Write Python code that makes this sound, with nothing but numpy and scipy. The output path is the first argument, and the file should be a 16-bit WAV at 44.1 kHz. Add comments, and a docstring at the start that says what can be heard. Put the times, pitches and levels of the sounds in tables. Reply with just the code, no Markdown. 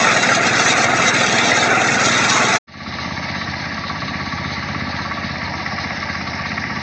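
"""In an open field, a walk-behind reaper cuts standing crop. First we stand beside the cutter:
puffs of exhaust throb, the chain and knife drive shake sheet metal, and straw crackles on the knife.
After a short silence we stand some way behind a slower machine. In every cycle its exhaust thumps
and its engine block knocks and rings, over a dull rattle and the soft hiss of cutting."""
import sys
import numpy as np
from scipy import signal
from scipy.fft import rfft, irfft
from scipy.io import wavfile

SR = 44100
rng = np.random.default_rng(int(sys.argv[2]) if len(sys.argv) > 2 else 0)


def wav_out(sig):
    """Save sig, one row per channel (or a flat mono array), as 16-bit PCM at SR to the path in sys.argv[1]."""
    wavfile.write(sys.argv[1], SR, np.round(np.clip(np.atleast_2d(sig).T, -1, 1) * 32767).astype(np.int16))


N = 300748
T = np.arange(N) / SR

# How fast each engine runs (t/s, four-stroke cycle rate/Hz)
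NEAR_ENGINE_SPEED = [(0.0, 20.521), (0.26, 20.431), (0.77, 20.727), (1.55, 20.522), (2.06, 20.726),
                     (2.58, 20.551)]
FAR_ENGINE_SPEED = [(2.7, 16.472), (3.47, 16.397), (3.98, 16.479), (5.27, 16.477), (5.78, 16.338),
                    (6.81, 16.393)]
# The tone of each exhaust pipe (multiple of the cycle rate, level/dB)
NEAR_PIPE_TONE = [(2, -67), (3, -17), (4, -22), (5, -2.5), (6, 2.5), (7, 0), (8, -9), (9, 2), (10, -15),
                  (11.4, -5), (13, -35.5), (16, -18.5), (23, -15.5), (40, -62)]
FAR_PIPE_TONE = [(2, -46), (3, -23), (4, -10.5), (5, 5.5), (6, 3), (7, -18.5), (8, 7), (9, -0.5), (10, -2),
                 (12, 3), (15, -5), (18, -10), (24, -25.5), (40, -23.5)]
# The tone of each source: how strong it is from low to high (f/Hz, level/dB)
NEAR_RUMBLE_TONE = [(15, -44), (25, -22.5), (38, -38), (74, -11), (85, -1), (112, -3.5), (151, 0.5),
                    (234, 7), (377, 3.5), (650, -11.5), (840, -7), (1430, -120)]
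NEAR_METAL_TONE = [(290, -16), (480, -1), (600, -2.5), (690, -2.5), (866, -3), (1010, -7.5), (1170, -14),
                   (1270, -2), (1420, -2), (1600, -3), (1750, -5), (1900, -2.5), (2200, -3), (2450, -5),
                   (2750, -7.5), (2960, -36), (3100, -30.5), (4030, -18), (6820, -120)]
NEAR_STRAW_TONE = [(1710, -48.5), (2850, 0.5), (3020, -16.5), (3230, 2), (3450, 2), (3780, 4), (4410, -1),
                   (5000, -2), (6010, 2.5), (6390, 0.5), (6830, -0.5), (7330, -8), (8050, -8),
                   (8400, -53.5), (8930, -43.5)]
FAR_RUMBLE_TONE = [(12, -46.5), (20, -24), (32, -16), (65, -8.5), (97, -3.5), (217, 3), (280, 0),
                   (431, -12.5), (500, -10), (650, -44), (1100, -120)]
FAR_METAL_TONE = [(1040, -29.5), (1170, -2.5), (1300, -11.5), (1450, -11.5), (1620, 0), (2150, -0.5),
                  (2320, -5), (2500, -14), (2850, -11), (3250, -30.5)]
FAR_STRAW_TONE = [(2600, -0.5), (3250, -4), (3750, 6), (4250, 6), (4700, 3), (5400, -8.5), (5850, -13.5),
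                  (6250, 1), (6500, -42.5)]
GEAR_TONE = [(300, -19.5), (440, -26.5), (560, -4.5), (700, 0.5), (820, -1), (985, 0), (1035, -23),
             (1300, -4), (1450, -20), (1800, -6), (2300, -7.5), (3000, -30.5)]
CRACK_TONE = [(500, -4.5), (900, -1), (1035, -18), (1130, -6.5), (1300, -13), (1470, -11.5), (1900, 7.5),
              (2300, 0.5), (2600, -11), (3250, -22), (4200, -24.5), (6000, -28)]
INTAKE_TONE = [(70, -27.5), (140, -2), (220, 3.5), (320, -3.5), (500, -24)]
RASP_TONE = [(4300, -7), (4900, 5), (5450, 6), (5900, -6.5), (6300, -27)]
# The notes each metal part rings at; narrow ones ring longer (f/Hz, width/Hz, level/dB)
GUARD_NOTES = [(1260, 28, 2), (1375, 45, 1), (1670, 24, 3), (1843, 18, 6.5), (2045, 28, 2.5), (2210, 24, 0),
               (2620, 40, -4)]
COVER_NOTES = [(694, 20, 1), (742, 70, -2), (850, 90, -5)]
FRAME_NOTES = [(241.3, 24, 0), (435, 31, -1)]
PANEL_NOTES = [(866, 85, -0.76), (1109, 194, -0.24)]
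KNIFE_NOTES = [(3750, 170, -3), (4040, 30, -2), (5050, 57, -3), (6249, 65, 2), (6619, 130, -2),
               (7694, 100, -3)]
BLOCK_NOTES = [(1143, 24, -8), (1330, 42, -13)]
VALVE_NOTES = [(670, 330, -5.5), (920, 200, -9.5)]
# How loudly a hollow side panel, the cover and the far engine block ring (t/s, level/dB)
PANEL_LOUDNESS = [(0, -19.5), (.15, -36), (.9, -28.5), (1.15, -36), (2.05, -36), (2.33, -18.5),
                  (2.58, -25.5)]
COVER_LOUDNESS = [(0, -34.5), (.39, -25), (.52, -35), (.62, -27.5), (.96, -25.5), (1.2, -37), (1.36, -24.5),
                  (1.65, -24.5), (1.95, -26.5), (2.2, -40.5), (2.37, -30), (2.58, -24.5)]
BLOCK_LOUDNESS = [(2.7, -2.5), (3.05, -4), (3.2, -5.5), (3.32, -0.5), (3.6, -9.5), (3.8, -1), (3.9, 4),
                  (4.05, -2), (4.5, -1.5), (5.1, 0.5), (5.4, -3.5), (5.9, -3), (6.82, -3.5)]
# Blows that repeat in every engine cycle or knife stroke (place in it from 0 to 1, level/dB)
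THUMP_PATTERN = [(0.331, 4), (0.576, 9)]
KNOCK_PATTERN = [(.66, -14), (.725, -1), (.77, 0), (.815, -7), (.91, -7)]
KNIFE_PATTERN = [(.045, 0), (.2, -7), (.37, -8), (.55, -9), (.75, -10)]
# The loudest snaps of stalks and the hardest knocks of the far engine (t/s, level/dB)
STALK_SNAPS = [(0.2267, -3.5), (0.349, 0.5), (0.8427, 2), (1.2634, -2.5), (1.325, -2), (1.3843, 0),
               (1.444, -11), (2.058, -7), (2.177, 0.5), (2.3005, 0.5)]
ENGINE_JOLTS = [(2.9866, -10), (3.4735, -9), (4.751, -4), (5.6626, -1.5), (5.7234, -3.5), (5.909, -6),
                (6.154, -5), (6.213, -4.5), (6.5186, 0.5), (6.579, 0), (6.6393, -1), (6.7002, -1.5)]
# The loudest blows on the guards and on the cover (t/s, level/dB, f/Hz)
GUARD_CLANKS = [(0.044, -1, 1851), (0.07, 0.5, 1351), (0.163, 0.5, 1862), (0.2882, 1, 1878),
                (0.3148, 1, 1372), (.6584, -1, 1851), (0.997, 1, 1313), (1.0777, 1.5, 2077),
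                (1.388, -1, 2051), (1.5152, 0.5, 1991), (1.713, 2, 1523), (2.358, -2, 1260)]
COVER_BUMPS = [(0.168, 0.5, 705), (0.37, 0.5, 672), (0.596, -1.5, 742), (0.68, -0.5, 715),
               (0.795, -1.5, 742), (0.931, -1.5, 753), (1.465, -2, 834), (2.07, -1, 651)]
# Brief rises and dips in the hiss of the near straw (t/s, length/s, rise or dip/dB)
STRAW_SURGES = [(0.025, 0.06, 2), (0.46, 0.05, 2), (0.69, 0.075, 4), (1.08, 0.03, 2.5), (1.47, 0.06, 2),
                (1.635, 0.03, 2), (2.065, 0.05, 3), (2.33, 0.08, 2.5)]
STRAW_LULLS = [(0.404, 0.05, 7), (0.53, 0.052, 3), (0.752, 0.034, 5.5), (0.905, 0.08, 6.5),
               (1.12, 0.023, 10), (1.691, 0.022, 6), (1.778, 0.15, 6), (1.985, 0.063, 4.5)]

NEAR_END_S, FAR_START_S = 2.585, 2.67
KNIFE_HZ, KNIFE_START_S = 16.39, .224
FREE_HZ, LOADED_HZ = 16.48, 16.34  # thick crop drags the far engine down from its free speed


def amp(db):
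    """Turn decibels into a number to multiply by."""
    return 10 ** (np.asarray(db) / 20)


def evened(x):
    """Scale a sound to an average strength (rms) of one."""
    return x / np.sqrt(np.mean(x ** 2) + 1e-20)


def curve(rows):
    """Join the points of a timed table with straight lines."""
    return np.interp(T, *np.transpose(rows))


def noise():
    """An even hiss: white noise."""
    return rng.standard_normal(N)


def wander(hz):
    """A smooth random drift, with wiggles up to about the given rate."""
    return evened(irfft(rfft(noise()) / (1 + (np.fft.rfftfreq(N, 1 / SR) / hz) ** 4), N))


def lowpass(x, hz):
    """Cut away the treble above the given frequency."""
    return signal.oaconvolve(x, signal.firwin(601, hz, window=("kaiser", 9), fs=SR), "same")


def colour(x, tone, size=8192):
    """Give a sound the tone in a table; each click starts sharply and rings afterwards."""
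    hz, db = np.transpose(tone)
    log_hz = np.log(abs(np.fft.fftfreq(size, 1 / SR)) + 1)
    outside = np.maximum(log_hz - np.log(hz[-1]), 0) + np.maximum(np.log(hz[0]) - log_hz, 0)
    gain_db = np.maximum(np.interp(log_hz, np.log(hz + 1), db) - 60 * outside, -100)
    spectrum = np.exp(np.conj(signal.hilbert(np.log(amp(gain_db)))))  # no ringing before the click
    response = np.fft.ifft(spectrum).real[:size // 2]
    return evened(signal.oaconvolve(x, response)[:N])


def ring(x, notes):
    """A shaken part rings at its own notes."""
    return evened(sum(amp(db) * signal.lfilter(*signal.iirpeak(hz, hz / width, SR), x)
                      for hz, width, db in notes))


def flicker(x, depth_db, size=1024):
    """Make the tone flicker in narrow patches a few hundredths of a second long."""
    frames = dict(nperseg=size, noverlap=size * 3 // 4)
    spectra = signal.stft(x, **frames)[2]
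    blur = np.outer(np.hanning(7), np.hanning(15))
    patches = evened(signal.fftconvolve(rng.standard_normal(spectra.shape), blur, "same"))
    spectra *= amp(depth_db * np.minimum(patches, 1.5))
    return evened(signal.istft(spectra, **frames)[1][:N])


def swells(rows):
    """Brief level changes in dB: each sets in quickly, holds and lets go."""
    return sum(db / (1 + (2 * (T - s) / length) ** 4) for s, length, db in rows)


def clicks(times_s, db):
    """Single clicks at the given times and levels."""
    return np.bincount(np.clip(np.round(times_s * SR).astype(int), 0, N), amp(db), N + 1)[:N]


def cycles(speed):
    """Count engine cycles from the first time in a speed table."""
    turn = np.cumsum(curve(speed)) / SR
    return turn - np.interp(speed[0][0], T, turn)


def blows(turn, pattern, scatter_db, jitter_s):
    """The same (place, dB) blows in every cycle, each a little uneven in strength and timing."""
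    out, whole = np.zeros(N), np.arange(np.floor(turn[0]), turn[-1])
    for place, db in pattern:
        late, strong = rng.standard_normal((len(whole), 2)).T
        times_s = np.interp(whole + place, turn, T, left=2 * T[-1], right=2 * T[-1])
        out += clicks(times_s + jitter_s * late, db + scatter_db * strong)
    return out


def chatter(hits, decay_s):
    """Each blow breaks up into a short, dying burst of tiny contacts."""
    return evened(signal.lfilter([1], [1, -np.exp(-1 / (decay_s * SR))], hits) * noise())


def grains(per_s, spread_db):
    """Small random taps of uneven size."""
    size = amp(spread_db * np.minimum(rng.exponential(1, N), 3))
    return evened(size * np.sign(noise()) * (rng.random(N) < per_s / SR))


def struck(rows, decay_s, attack_s, spread, count=5):
    """Each blow rings a patch of sheet metal: one main pitch among a few weaker neighbours."""
    out, t = np.zeros(N), T[:SR // 8]
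    for s, db, hz in rows:
        detune, phase = rng.uniform(-1.027, 1, (2, count, 1))
        neighbours = np.sin(2 * np.pi * (hz * (1 + spread * detune) * t + phase)).sum(0) / count
        envelope = np.exp(-t / decay_s) * (1 - np.exp(-t / attack_s))
        tone = (np.sin(2 * np.pi * hz * t) + neighbours) * envelope
        part = out[max(round(s * SR), 0):][:len(t)]
        part += amp(db) * tone[:len(part)]
    return out


def jangle(per_s, low_hz, high_hz, decay_s, count=48):
    """Many loose parts, each with its own pitch, are knocked at random and ring briefly."""
    out, t = np.zeros(N), T[:SR // 12]
    for hz in np.geomspace(low_hz, high_hz, count):
        knocked = (rng.random(N) < per_s / count / SR) * rng.uniform(0.68, 1, N)
        out += signal.oaconvolve(knocked, np.sin(2 * np.pi * hz * t) * np.exp(-t / decay_s))[:N]
    return evened(out)


def gears(turn, size=2400):
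    """Gear teeth and chain touch in the same rough pattern in every cycle."""
    return evened(np.interp(turn % 1 * size, np.arange(size), rng.standard_normal(size)))


def exhaust(pulses, pipe, speed):
    """Puffs of gas take on the tone of the pipe and muffler."""
    cycle_hz = np.mean(np.array(speed)[:, 1])
    return colour(pulses, [(k * cycle_hz, db) for k, db in pipe])


def far_straw(turn, load):
    """Distant cutting hisses with each knife stroke; dry stalks rasp more where the crop is thick."""
    strokes = blows(turn, [(.13, 0), (.68, -2)], scatter_db=2, jitter_s=.001)
    swish = chatter(strokes, decay_s=.014)
    rustle = grains(per_s=6100, spread_db=1) * amp(3.65 * wander(hz=23.8))
    hiss = colour(rustle + amp(-5.5) * swish + amp(-2) * gears(turn), FAR_STRAW_TONE)
    hiss = flicker(hiss, depth_db=2.5)
    hiss_db = -33.5 - (T - FAR_START_S)  # fades 1 dB a second as the machine walks on
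    scrapes = grains(per_s=7100, spread_db=4.5) * amp(2 * wander(hz=54))
    return amp(hiss_db) * hiss + amp(-43.5 + 6 * load) * colour(scrapes, RASP_TONE)


def far_rattle(turn):
    """Gears whirr, and loose parts rattle most just after the fuel fires."""
    taps = grains(per_s=2400, spread_db=1.7) * amp(.8 * wander(hz=28))
    rattle = flicker(colour(taps, FAR_METAL_TONE), depth_db=2)
    whirr = flicker(colour(amp(-5) * gears(turn) + noise(), GEAR_TONE), depth_db=2.5)
    shudder = amp(1.5 * np.cos(2 * np.pi * (turn - .8)))
    return amp(1.27) * shudder * rattle + amp(-1) * whirr


def far_valve(turn):
    """A valve gives a quick double clack in every cycle."""
    taps = blows(turn, [(.175, 0), (.195, -5)], scatter_db=2, jitter_s=.0004)
    clack = evened(taps) + amp(-7) * chatter(taps, decay_s=.0057)
    return ring(ring(clack, [(656, 670, 0)]), VALVE_NOTES)


def far_engine(turn):
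    """The engine thumps out exhaust and gulps in air over a low rumble."""
    pulses = blows(turn, [(.885, 0)], scatter_db=1.4, jitter_s=.0002)
    thump = exhaust(pulses, FAR_PIPE_TONE, FAR_ENGINE_SPEED)
    gulps = blows(turn, [(.19, 0), (.6, -5)], scatter_db=3, jitter_s=.0006)
    rumble = colour(noise() * amp(1.2 * wander(hz=18)), FAR_RUMBLE_TONE)
    return amp(-2.3) * thump + amp(-11) * colour(gulps, INTAKE_TONE) + amp(-4.5) * rumble


def far_knock(turn, load):
    """Firing fuel and the slapping piston ring the engine block; under load they crack harder."""
    knocks = blows(turn, KNOCK_PATTERN, scatter_db=1, jitter_s=.00005)
    slap = evened(knocks) + chatter(knocks, decay_s=.0025)
    jolts = clicks(*np.transpose(ENGINE_JOLTS))
    cracks = amp(-13.5) * colour(evened(jolts) + chatter(jolts, decay_s=.003), CRACK_TONE)
    cracks += amp(-10 + 5.5 * load) * colour(slap, CRACK_TONE)
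    firing = blows(turn, [(.68, 0)], scatter_db=1.7, jitter_s=.0005)
    shake = evened(firing) + amp(-17) * evened(jolts) + amp(-12) * (slap + noise())
    block = ring(ring(shake, [(1175, 220, 0)]), BLOCK_NOTES)
    return cracks + amp(curve(BLOCK_LOUDNESS)) * block


def far_reaper():
    """From behind the slower machine, its engine stands out over the rattle and hiss."""
    turn = cycles(FAR_ENGINE_SPEED)
    load = (FREE_HZ - curve(FAR_ENGINE_SPEED)) / (FREE_HZ - LOADED_HZ)  # 0 free, 1 in thick crop
    engine = amp(-28.5 - load) * far_engine(turn)
    metal = far_knock(turn, load) + amp(-14) * far_valve(turn) + far_rattle(turn)
    metal_db = -32 + .44 * (T - FAR_START_S)  # slowly grows
    return engine + amp(metal_db) * metal + far_straw(turn, load)


def near_engine(turn):
    """The exhaust throbs over a thumping rumble, and the frame hums along."""
    pulses = blows(turn, [(.33, 0)], scatter_db=1, jitter_s=.000053)
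    throb = exhaust(pulses, NEAR_PIPE_TONE, NEAR_ENGINE_SPEED)
    puffs = chatter(blows(turn, THUMP_PATTERN, scatter_db=3.5, jitter_s=.00032), decay_s=.003)
    rumble = colour(noise() + amp(-6) * puffs, NEAR_RUMBLE_TONE)
    return amp(-3.5) * throb + amp(.5) * rumble + amp(-12) * ring(throb + rumble, FRAME_NOTES)


def near_straw(turn, knife, links):
    """Stalks snap on the knife and rustle along the conveyor; the blades ring and tinkle."""
    snaps = chatter(clicks(*np.transpose(STALK_SNAPS)), decay_s=.006)
    shear = chatter(knife, decay_s=.006)  # each stroke cuts a tuft
    rustle = grains(per_s=3000, spread_db=2) * amp(1.6 * wander(hz=30))
    conveyor = gears(turn) + links
    straw = colour(amp(-13) * snaps + amp(-4.5) * shear + rustle + amp(-7) * conveyor, NEAR_STRAW_TONE)
    tinkle = jangle(per_s=400, low_hz=3200, high_hz=8000, decay_s=.008)
    blades = amp(-13) * ring(straw, KNIFE_NOTES) + amp(-5) * colour(tinkle, NEAR_STRAW_TONE)
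    return flicker(straw + blades, depth_db=4)


def near_booms(shake):
    """The shaken cover and side panel give a hollow boom, with a few louder bumps."""
    cover = ring(ring(shake, [(740, 300, 0)]), COVER_NOTES)
    panel = flicker(ring(ring(shake, PANEL_NOTES), PANEL_NOTES), depth_db=2)
    bumps = struck(COVER_BUMPS, decay_s=.015, attack_s=.003, spread=.25)
    return amp(curve(COVER_LOUDNESS)) * cover + amp(curve(PANEL_LOUDNESS)) * panel + amp(-12) * bumps


def near_clatter(turn, stroke, links):
    """The conveyor chain and the knife drive shake the sheet-metal guards, cover and panel."""
    turnaround = chatter(blows(stroke, [(.11, 0)], scatter_db=2.5, jitter_s=.0008), decay_s=.006)
    times_s, db, _ = np.transpose(GUARD_CLANKS)
    jolts = chatter(clicks(times_s, db), decay_s=.004)
    shake = amp(-4) * (links + grains(per_s=700, spread_db=1.5)) + amp(-6) * gears(turn)
    shake += amp(-10) * turnaround + amp(-17) * jolts
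    guards = ring(grains(per_s=300, spread_db=1.5) + amp(-4) * turnaround, GUARD_NOTES)
    loose = colour(jangle(per_s=200, low_hz=1150, high_hz=2750, decay_s=.013), NEAR_METAL_TONE)
    sheets = flicker(colour(shake, NEAR_METAL_TONE), depth_db=4)
    clanks = struck(GUARD_CLANKS, decay_s=.011, attack_s=.001, spread=.3)
    metal = amp(-4) * sheets + amp(-3.5) * loose + amp(-7.5) * guards + amp(7.5) * clanks
    metal_db = -16.5 - .3 * T  # slowly eases
    return amp(metal_db) * metal + near_booms(shake)


def near_reaper():
    """Beside the cutter, the clatter of metal and straw covers much of the engine."""
    turn = cycles(NEAR_ENGINE_SPEED)
    engine = amp(-27) * near_engine(turn)
    stroke = (T - KNIFE_START_S) * KNIFE_HZ
    knife = blows(stroke, KNIFE_PATTERN, scatter_db=2, jitter_s=.0005)
    links = evened(blows(6 * stroke, [(.1, 0), (.6, -3)], scatter_db=2, jitter_s=.0015))  # the chain
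    straw_db = -22 + swells(STRAW_SURGES) - swells(STRAW_LULLS)
    return engine + near_clatter(turn, stroke, links) + amp(straw_db) * near_straw(turn, knife, links)


def scene():
    """The near reaper fades out quickly; after a short silence the far one fades in."""
    fade_out = np.clip((NEAR_END_S - T) / .024, 0, 1)
    fade_in = np.clip((T - FAR_START_S) / .016, 0, 1)
    rise_db = -19.5 * np.clip(1 - (T - FAR_START_S) / .34, 0, 1) ** 2
    return (fade_out * near_reaper() + fade_in * amp(rise_db) * far_reaper())[None]


def record(dry):
    """One microphone rounds off the loudest peaks; the far scene keeps less treble than the near one."""
    ceiling = .85
    rounded = ceiling * np.tanh(dry[0] / ceiling)
    is_near = T < (NEAR_END_S + FAR_START_S) / 2
    return np.where(is_near, lowpass(rounded, hz=8950), lowpass(rounded, hz=6310))[None]


dry = scene()
out = record(dry)
wav_out(out)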